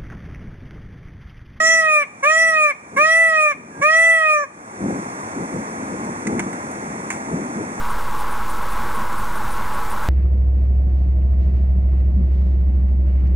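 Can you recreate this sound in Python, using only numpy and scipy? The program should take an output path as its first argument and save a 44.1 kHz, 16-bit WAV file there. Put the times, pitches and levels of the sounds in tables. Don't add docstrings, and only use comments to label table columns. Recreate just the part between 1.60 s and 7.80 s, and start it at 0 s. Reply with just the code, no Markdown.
import sys
import numpy as np
from scipy import signal
from scipy.fft import rfft, irfft
from scipy.io import wavfile
from scipy.ndimage import uniform_filter1d, minimum_filter1d

SR = 44100
rng = np.random.default_rng(int(sys.argv[2]) if len(sys.argv) > 2 else 0)


def store_pcm(level_fs):
    pcm = np.round(np.clip(level_fs, -1, 1) * 32767).astype(np.int16)
    wavfile.write(sys.argv[1], SR, np.atleast_2d(pcm).T)


N = 273420
TIME = np.arange(N) / SR
BINS = np.fft.rfftfreq(N, 1 / SR)


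def amp(db):
    return 10 ** (np.asarray(db) / 20)


def unit(x):
    return x / np.sqrt(np.mean(x ** 2) + 1e-20)


def read(points, hz):
    f, value = np.transpose(points)
    return np.interp(np.log(hz + 1), np.log(f + 1), value)


def follow(rows, t):
    s, *columns = np.transpose(rows)
    return [np.interp(t, s, c) for c in columns]


def add(mix, s, sound):
    part = mix[max(round(s * SR), 0):][:len(sound)]
    part += sound[:len(part)]


def wander(size, rate_hz):
    span = max(size, 2 * SR)
    hz = np.fft.rfftfreq(span, 1 / SR)
    slow = rfft(rng.standard_normal(span)) / (1 + (hz / rate_hz) ** 2)
    return unit(irfft(slow, span))[:size]


def band(x, low_hz, high_hz):
    sos = signal.butter(2, [low_hz, high_hz], "band", fs=SR, output="sos")
    return unit(signal.sosfilt(sos, x))


def ports(spectra, phase, balance):
    lean = amp(read(balance, BINS) / 2)
    turn = np.exp(1j * read(phase, BINS) / 2)
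    gains = np.array([lean * turn, turn.conj() / lean])
    even_power = np.sqrt((lean ** 2 + lean ** -2) / 2)
    return irfft(spectra * gains / even_power, N)


def peacock():
    # (start [s], length [s], top pitch [Hz], downward drift over the call [Hz], level [dB],
    # extra ring near the top [dB], treble lost as the beak shuts [dB])
    cries = [(-0.085, 0.525, 653, -4, -0.5, 15.5, -1), (0.638, 0.4838, 652.6, 0, -0.5, 7, -1),
             (1.374, 0.5576, 656.4, -5, -0.06, -0.5, 1.5), (2.225, 0.628, 658.1, 16, -0.15, -1.5, 18.5)]
    out = np.zeros(N)
    for cry in cries:
        add(out, *call(*cry))
    add(out, *whistle())
    return out


def call(start, length, top_hz, drift_hz, call_db, extra_ring_db, shut_db, jitter=0.00071, waver=0.00068,
         rasp_jitter=0.016, rasp_below_hz=582, droop_hz=42, shimmer_db=3.5, flutter_db=0.58,
         attack=.014, release=0.015, partials=20):
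    # (share of the call [0-1], drop below the top pitch [Hz])
    arch = [(0, 111.5), (.025, 77), (.08, 46.5), (.17, 18.5), (.27, 4.5), (.4, -1.5), (.53, 4), (.63, 19.5),
            (.88, 55), (.96, 75), (1, 100)]
    # (share of the call [0-1], level [dB])
    effort = [(0, 4), (.03, 3.5), (.11, 2), (.22, 1.5), (.4, 0), (.88, -0.5), (.96, -4.5), (1, -2.5)]
    # (share of the call [0-1], hollow near 4 kHz [dB], ring near 6.5 kHz [dB], sheen above [dB])
    overtones = [(0, -39.5, -28.5, -40.5), (.06, -32.5, -35.5, -37.5), (.17, -29.5, -28.5, -34.5),
                 (.27, -32, -30.5, -28), (.47, -36, -35, -28.5), (.6, -35, -38.5, -32.5),
                 (.69, -32.5, -40, -42), (.82, -34.5, -33.5, -31.5), (.95, -42, -37.5, -36),
                 (1, -47, -36, -43)]
    # (frequency [Hz], amplitude [dB])
    throat = [(550, -25), (603, -19), (635, -24), (660, -21.5), (1120, -18), (1225, -13.5), (1275, -17),
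              (1315, -25.5), (1640, -22), (1735, -19), (1805, -23), (1832, -31), (1868, -17), (1893, -12),
              (1919, -16.5), (1942, -11), (1975, -9), (2230, -16), (2350, -17.5), (2420, -10.5),
              (2495, -14.5), (2555, -33), (2620, -27)]
    top_at = .4
    ring_at, ring_span = 0.36, 0.23
    shut_at, shut_span = 0.782, 0.16

    t = np.arange(max(start - attack, 0), start + length + release, 1 / SR)
    share = (t - start) / length
    hz = top_hz - follow(arch, share)[0] - drift_hz * (share - top_at)
    hz = hz * (1 + waver * wander(len(t), 40))
    ending = np.clip((t - start - length + release) / (2 * release), 0, 1)
    hz = hz - droop_hz * ending

    effort_db, = follow(effort, share)
    muffle_db = shut_db * np.clip((share - shut_at) / shut_span, 0, 1)
    strong_db = [read(throat, k * hz) + effort_db for k in range(1, 4)]
    strong_db.append(read(throat, 4 * hz) - muffle_db)

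    hollow_db, ring_db, sheen_db = follow(overtones, share)
    hollow_db, sheen_db = hollow_db - muffle_db, sheen_db - muffle_db
    ringing_db = extra_ring_db * np.exp(-((share - ring_at) / ring_span) ** 2)
    ring_db = ring_db + ringing_db

    hoarse = 1 / (1 + np.exp((hz - rasp_below_hz) / 9))
    slack = np.clip((650 - hz) / 40, 0, 1)
    wobble = jitter * (1 + slack) * wander(len(t), 160) + rasp_jitter * hoarse * wander(len(t), 310)
    phase = 2 * np.pi * np.cumsum(hz * (1 + wobble)) / SR

    out = np.zeros(len(t))
    for k in range(1, partials + 1):
        if k <= len(strong_db):
            level_db = strong_db[k - 1] + flutter_db * wander(len(t), 26)
        else:
            level_db = overtone_level(k * hz, hollow_db, ring_db, sheen_db)
            level_db = level_db + shimmer_db * wander(len(t), 18) - 4 * hoarse
        out += amp(level_db) * np.cos(k * phase + rng.uniform(0, 2 * np.pi))
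    out += rush(t - start, phase, slack, hoarse, hollow_db, ring_db, sheen_db, ringing_db, strong_db[3])

    fade_in = np.clip((t - t[0]) / (max(start, .004) - t[0]), 0, 1)
    fade_out = np.clip((t[-1] - t) / (2 * release), 0, 1)
    return t[0], amp(call_db) * out * (fade_in * fade_out) ** 2


def overtone_level(f, hollow_db, ring_db, sheen_db):
    # (frequency [Hz], weight [dB])
    hollow_weight, ring_weight, sheen_weight = [(2750, 8.5), (3050, -4.5), (3300, -2), (3700, -10.5),
                                                (4300, -9.5), (4600, -15.5), (5000, -11)], [(5000, 21), (5250, -12), (5550, -8),
                                                                (5880, -2.5), (6400, -13), (7150, -9.5),
                                                                (7600, -13)], [(7600, -12), (8500, -10),
                                                                              (9200, -12.5), (9800, -15),
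                                                                              (10450, -13), (11100, -26),
                                                                              (11700, -51)]
    in_ring = np.clip((f - 4900) / 400, 0, 1)
    in_sheen = np.clip((f - 7400) / 400, 0, 1)
    level_db = (1 - in_ring) * (hollow_db + read(hollow_weight, f)) + in_ring * (ring_db + read(ring_weight, f))
    return (1 - in_sheen) * level_db + in_sheen * (sheen_db + read(sheen_weight, f))


def rush(since_start, phase, slack, hoarse, hollow_db, ring_db, sheen_db, ringing_db, fourth_db,
         rush_db=-16.5, rush_rise_db=3, grate_db=7, grate_s=.055, hollow_rush_db=-15, rasp_db=-16):
    puffs = (1 + 0.4 * np.cos(phase)) * rng.standard_normal(len(phase))
    onset_db = grate_db * np.exp(-np.maximum(since_start, 0) / grate_s)
    loose_db = rush_rise_db * slack + 5 * hoarse + onset_db
    out = amp((ring_db + sheen_db) / 2 + rush_db + loose_db) * band(puffs, 5000, 10000)
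    out += amp(hollow_db + hollow_rush_db + loose_db + .5 * ringing_db) * band(puffs, 2700, 4330)
    out += amp(fourth_db + rasp_db) * hoarse * band(puffs, 1490, 2780)
    return out


def whistle():
    # (time [s], pitch [Hz], amplitude [dB])
    path = [(2.111, 1690, -51.5), (2.135, 1650, -52), (2.16, 1610, -45), (2.194, 1644, -49),
            (2.215, 1640, -44), (2.225, 1650, -58)]
    t = np.arange(path[0][0], path[-1][0], 1 / SR)
    hz, db = follow(path, t)
    return t[0], amp(db) * np.sin(2 * np.pi * np.cumsum(hz) / SR)


def scatter(x, first, decay, above_hz, size=4096):
    t = TIME[:size]
    taps = rng.standard_normal((2, size)) * (t > first) * np.exp(-t / decay)
    high = signal.butter(3, above_hz, "high", fs=SR, output="sos")
    taps = signal.sosfilt(high, taps / np.linalg.norm(taps[0]))
    return signal.fftconvolve(x[None], taps, axes=1)[:, :N]


def clicks(snap=0.45, size=4096):
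    # (time [s], level [dB], decay time [s], treble tilt [dB per octave])
    click_rows = [(4.448, -38, 0.0065, 4), (4.6694, -26.5, 0.0033, 1), (4.6724, -23.5, 0.005, 1.5),
                  (4.7945, -20.5, 0.0078, -0.5), (4.798, -30, 0.0044, 3), (4.93, -34, 0.011, 1.5),
                  (5.114, -34, .005, 9), (5.504, -23, 0.013, 1), (5.528, -37.5, 0.049, 3)]
    # (frequency [Hz], density [dB per Hz])
    click_tone = [(300, -40), (800, 4.5), (1300, 1), (2200, 6.5), (2600, -3), (3200, -15), (4600, -14.5),
                  (6500, -5.5), (9000, -10.5), (11500, -24)]
    out, t, hz = np.zeros(N), np.arange(size) / SR, np.fft.rfftfreq(size, 1 / SR)
    lead = size // 16
    for s, db, length, tilt_db in click_rows:
        colour = unit(amp(read(click_tone, hz) + tilt_db * np.log2((hz + 100) / 3000)))
        crackle = rng.standard_normal(size) * np.exp(-t / length)
        crackle[0] += snap * np.sqrt(length * SR / 2)
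        click = irfft(rfft(np.roll(crackle, lead)) * colour)
        add(out, s - lead / SR, amp(db + 3.0) * click)
    return out


def buffets(lumps_db=-1.0, lumps_hz=9, gust_rise_s=0.04):
    # (peak time [s], peak level [dB], fading time [s])
    gusts = [(.02, -19.5, 0.055), (1.38, -16.5, 0.055), (1.982, -21, .12), (2.21, -22, 0.054),
             (2.97, -26.5, 0.062), (3.248, -14.5, 0.11), (3.81, -18, 0.033), (3.96, -17, .05),
             (4.24, -24.5, .02), (4.342, -21, 0.028), (4.44, -22, 0.063), (4.71, -15.5, 0.11),
             (5.74, -17.5, 0.083), (6.01, -17.5, 0.03)]
    # (time [s], level [dB])
    breeze = [(0, -29), (2.8, -32.5), (3.3, -28.5), (6.2, -25)]
    # (frequency [Hz], density [dB per Hz])
    buffet_tone = [(20, -31), (35, -49), (55, -20), (90, -15), (130, -9.5), (180, -2.5), (225, 0.5),
                   (320, -3.5), (500, -11), (800, -20), (1500, -31.5), (4000, -84)]
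    power = amp(follow(breeze, TIME)[0] + lumps_db * wander(N, lumps_hz)) ** 2
    for s, db, fade in gusts:
        width = np.where(TIME < s, gust_rise_s, fade)
        gust = amp(db) * np.exp(-((TIME - s) / width) ** 2 / 2)
        power = power + gust ** 2
    return amp(-7.0) * np.sqrt(power) * air_noise(buffet_tone)


def thumps(rise=0.0043, size=2000):
    # (time [s], peak of the envelope [dB], frequency [Hz])
    knocks = [(2.196, -20, 161), (3.241, -14, 191), (5.74, -13.5, 190)]
    out, t = np.zeros(N), np.arange(size) / SR
    for s, db, hz in knocks:
        envelope = t / rise * np.exp(1 - t / rise)
        add(out, s, amp(db) * envelope * np.sin(2 * np.pi * hz * t))
    return out


def hiss(level_db=-31.0):
    # (frequency [Hz], density [dB per Hz])
    hiss_tone = [(30, -46), (100, -2.5), (220, -13), (600, -3), (950, 1), (1200, -1), (1500, -5),
                 (2200, -7.5), (2550, -16), (2900, -26), (4600, -25.5), (5800, -17), (9500, -20.5),
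                 (11500, -35)]
    return amp(level_db) * air_noise(hiss_tone)


def air_noise(colour):
    # (frequency [Hz], coherence [0-1])
    likeness = [(100, 0.92), (300, 1), (600, 1), (1200, 0.95), (2500, 0.34), (5300, 0.74), (11000, 0.13)]
    # (frequency [Hz], phase by which left leads [rad])
    air_phase = [(60, 0), (340, -.4), (1120, -2.4), (1720, -3.4), (2410, -2.1), (2930, -2.8), (5600, -3.3),
                 (7240, -4.4), (9470, -5.3), (11000, -5.5)]
    # (frequency [Hz], left minus right [dB])
    air_balance = [(60, 1.5), (110, 0.5), (190, 0.5), (340, 2.5), (610, 4.5), (1090, 0.5), (1950, -3.5),
                   (3480, -7), (6220, -3.5), (11100, -17.5)]
    left, other = rfft(rng.standard_normal((2, N)))
    same = np.clip(read(likeness, BINS), 0, 1)
    pair = np.array([left, same * left + np.sqrt(1 - same ** 2) * other])
    return unit(ports(pair * amp(read(colour, BINS)), air_phase, air_balance))


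def aviary(x, first=0.0023):
    # (frequency [Hz], time to fall by 60 dB [s])
    fade_times = [(200, 0.078), (2000, 0.52), (5000, 0.44), (11000, 0.026)]
    sparse = rng.random((2, SR)) < 2000 / SR
    taps = rng.standard_normal((2, SR)) * sparse * (TIME[:SR] > first)
    hz, t, z = signal.stft(taps, SR, nperseg=256)
    decay = amp(-60 * t / read(fade_times, hz)[:, None])
    tail = signal.istft(z * decay, SR, nperseg=256)[1]
    return signal.fftconvolve(x[None], tail / np.linalg.norm(tail[0]), axes=1)[:, :N]


def scene(closeness_db=13, fan_db=-10, ground_db=-20, room_db=-23):
    # (frequency [Hz], phase by which left leads [rad])
    bird_phase = [(100, 0), (620, -.45), (1250, -1.75), (1800, -.4), (1970, -.9), (2450, -1.9),
                  (3300, -2.2), (4500, -2.9), (6000, -3.2), (7200, -4.4), (9300, -6.2), (11000, -6.5)]
    # (frequency [Hz], left minus right [dB])
    bird_balance = [(100, -5), (620, 6.5), (1200, -0.5), (1780, -13.5), (1960, -1), (2400, 1), (2650, -6),
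                    (6500, -7.5), (9000, -9.5), (11000, -27)]
    near = amp(closeness_db) * peacock() + clicks()
    direct = ports(rfft(near), bird_phase, bird_balance)
    fan = amp(fan_db) * scatter(near, first=.001, decay=.006, above_hz=3930)
    ground = amp(ground_db) * scatter(near, first=0.019, decay=0.02, above_hz=2400)
    room = amp(room_db) * aviary(near)
    air = buffets() + thumps() + hiss()
    return direct + fan + ground + room + air


def record(dry, threshold_db=-12, depth_db=13, recovery_db=33, hold=0.1, edge_hz=11600):
    # (frequency [Hz], width [Hz])
    stop_bands = [(3020, 114), (4010, 235), (5000, 300)]
    power_db = 10 * np.log10(abs(uniform_filter1d((dry ** 2).mean(0), size=400)) + 1e-12)
    over_db = np.clip(2 * (power_db - threshold_db), 0, depth_db)
    span = 2 * int(hold * SR / 2) + 1
    held_db = -minimum_filter1d(-over_db, span, origin=span // 2)
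    fall = TIME * recovery_db
    duck_db = uniform_filter1d(np.maximum.accumulate(held_db + fall) - fall, size=200)
    notches = np.prod([1j * (BINS - hz) / (width + 1j * (BINS - hz)) for hz, width in stop_bands], axis=0)
    coloured = irfft(rfft(dry * amp(-duck_db)) * notches, N)
    low_pass = signal.firwin(255, edge_hz, window=("kaiser", 8), fs=SR)
    return signal.oaconvolve(coloured, low_pass[None], "same")


dry = scene()
out = record(dry)
store_pcm(out)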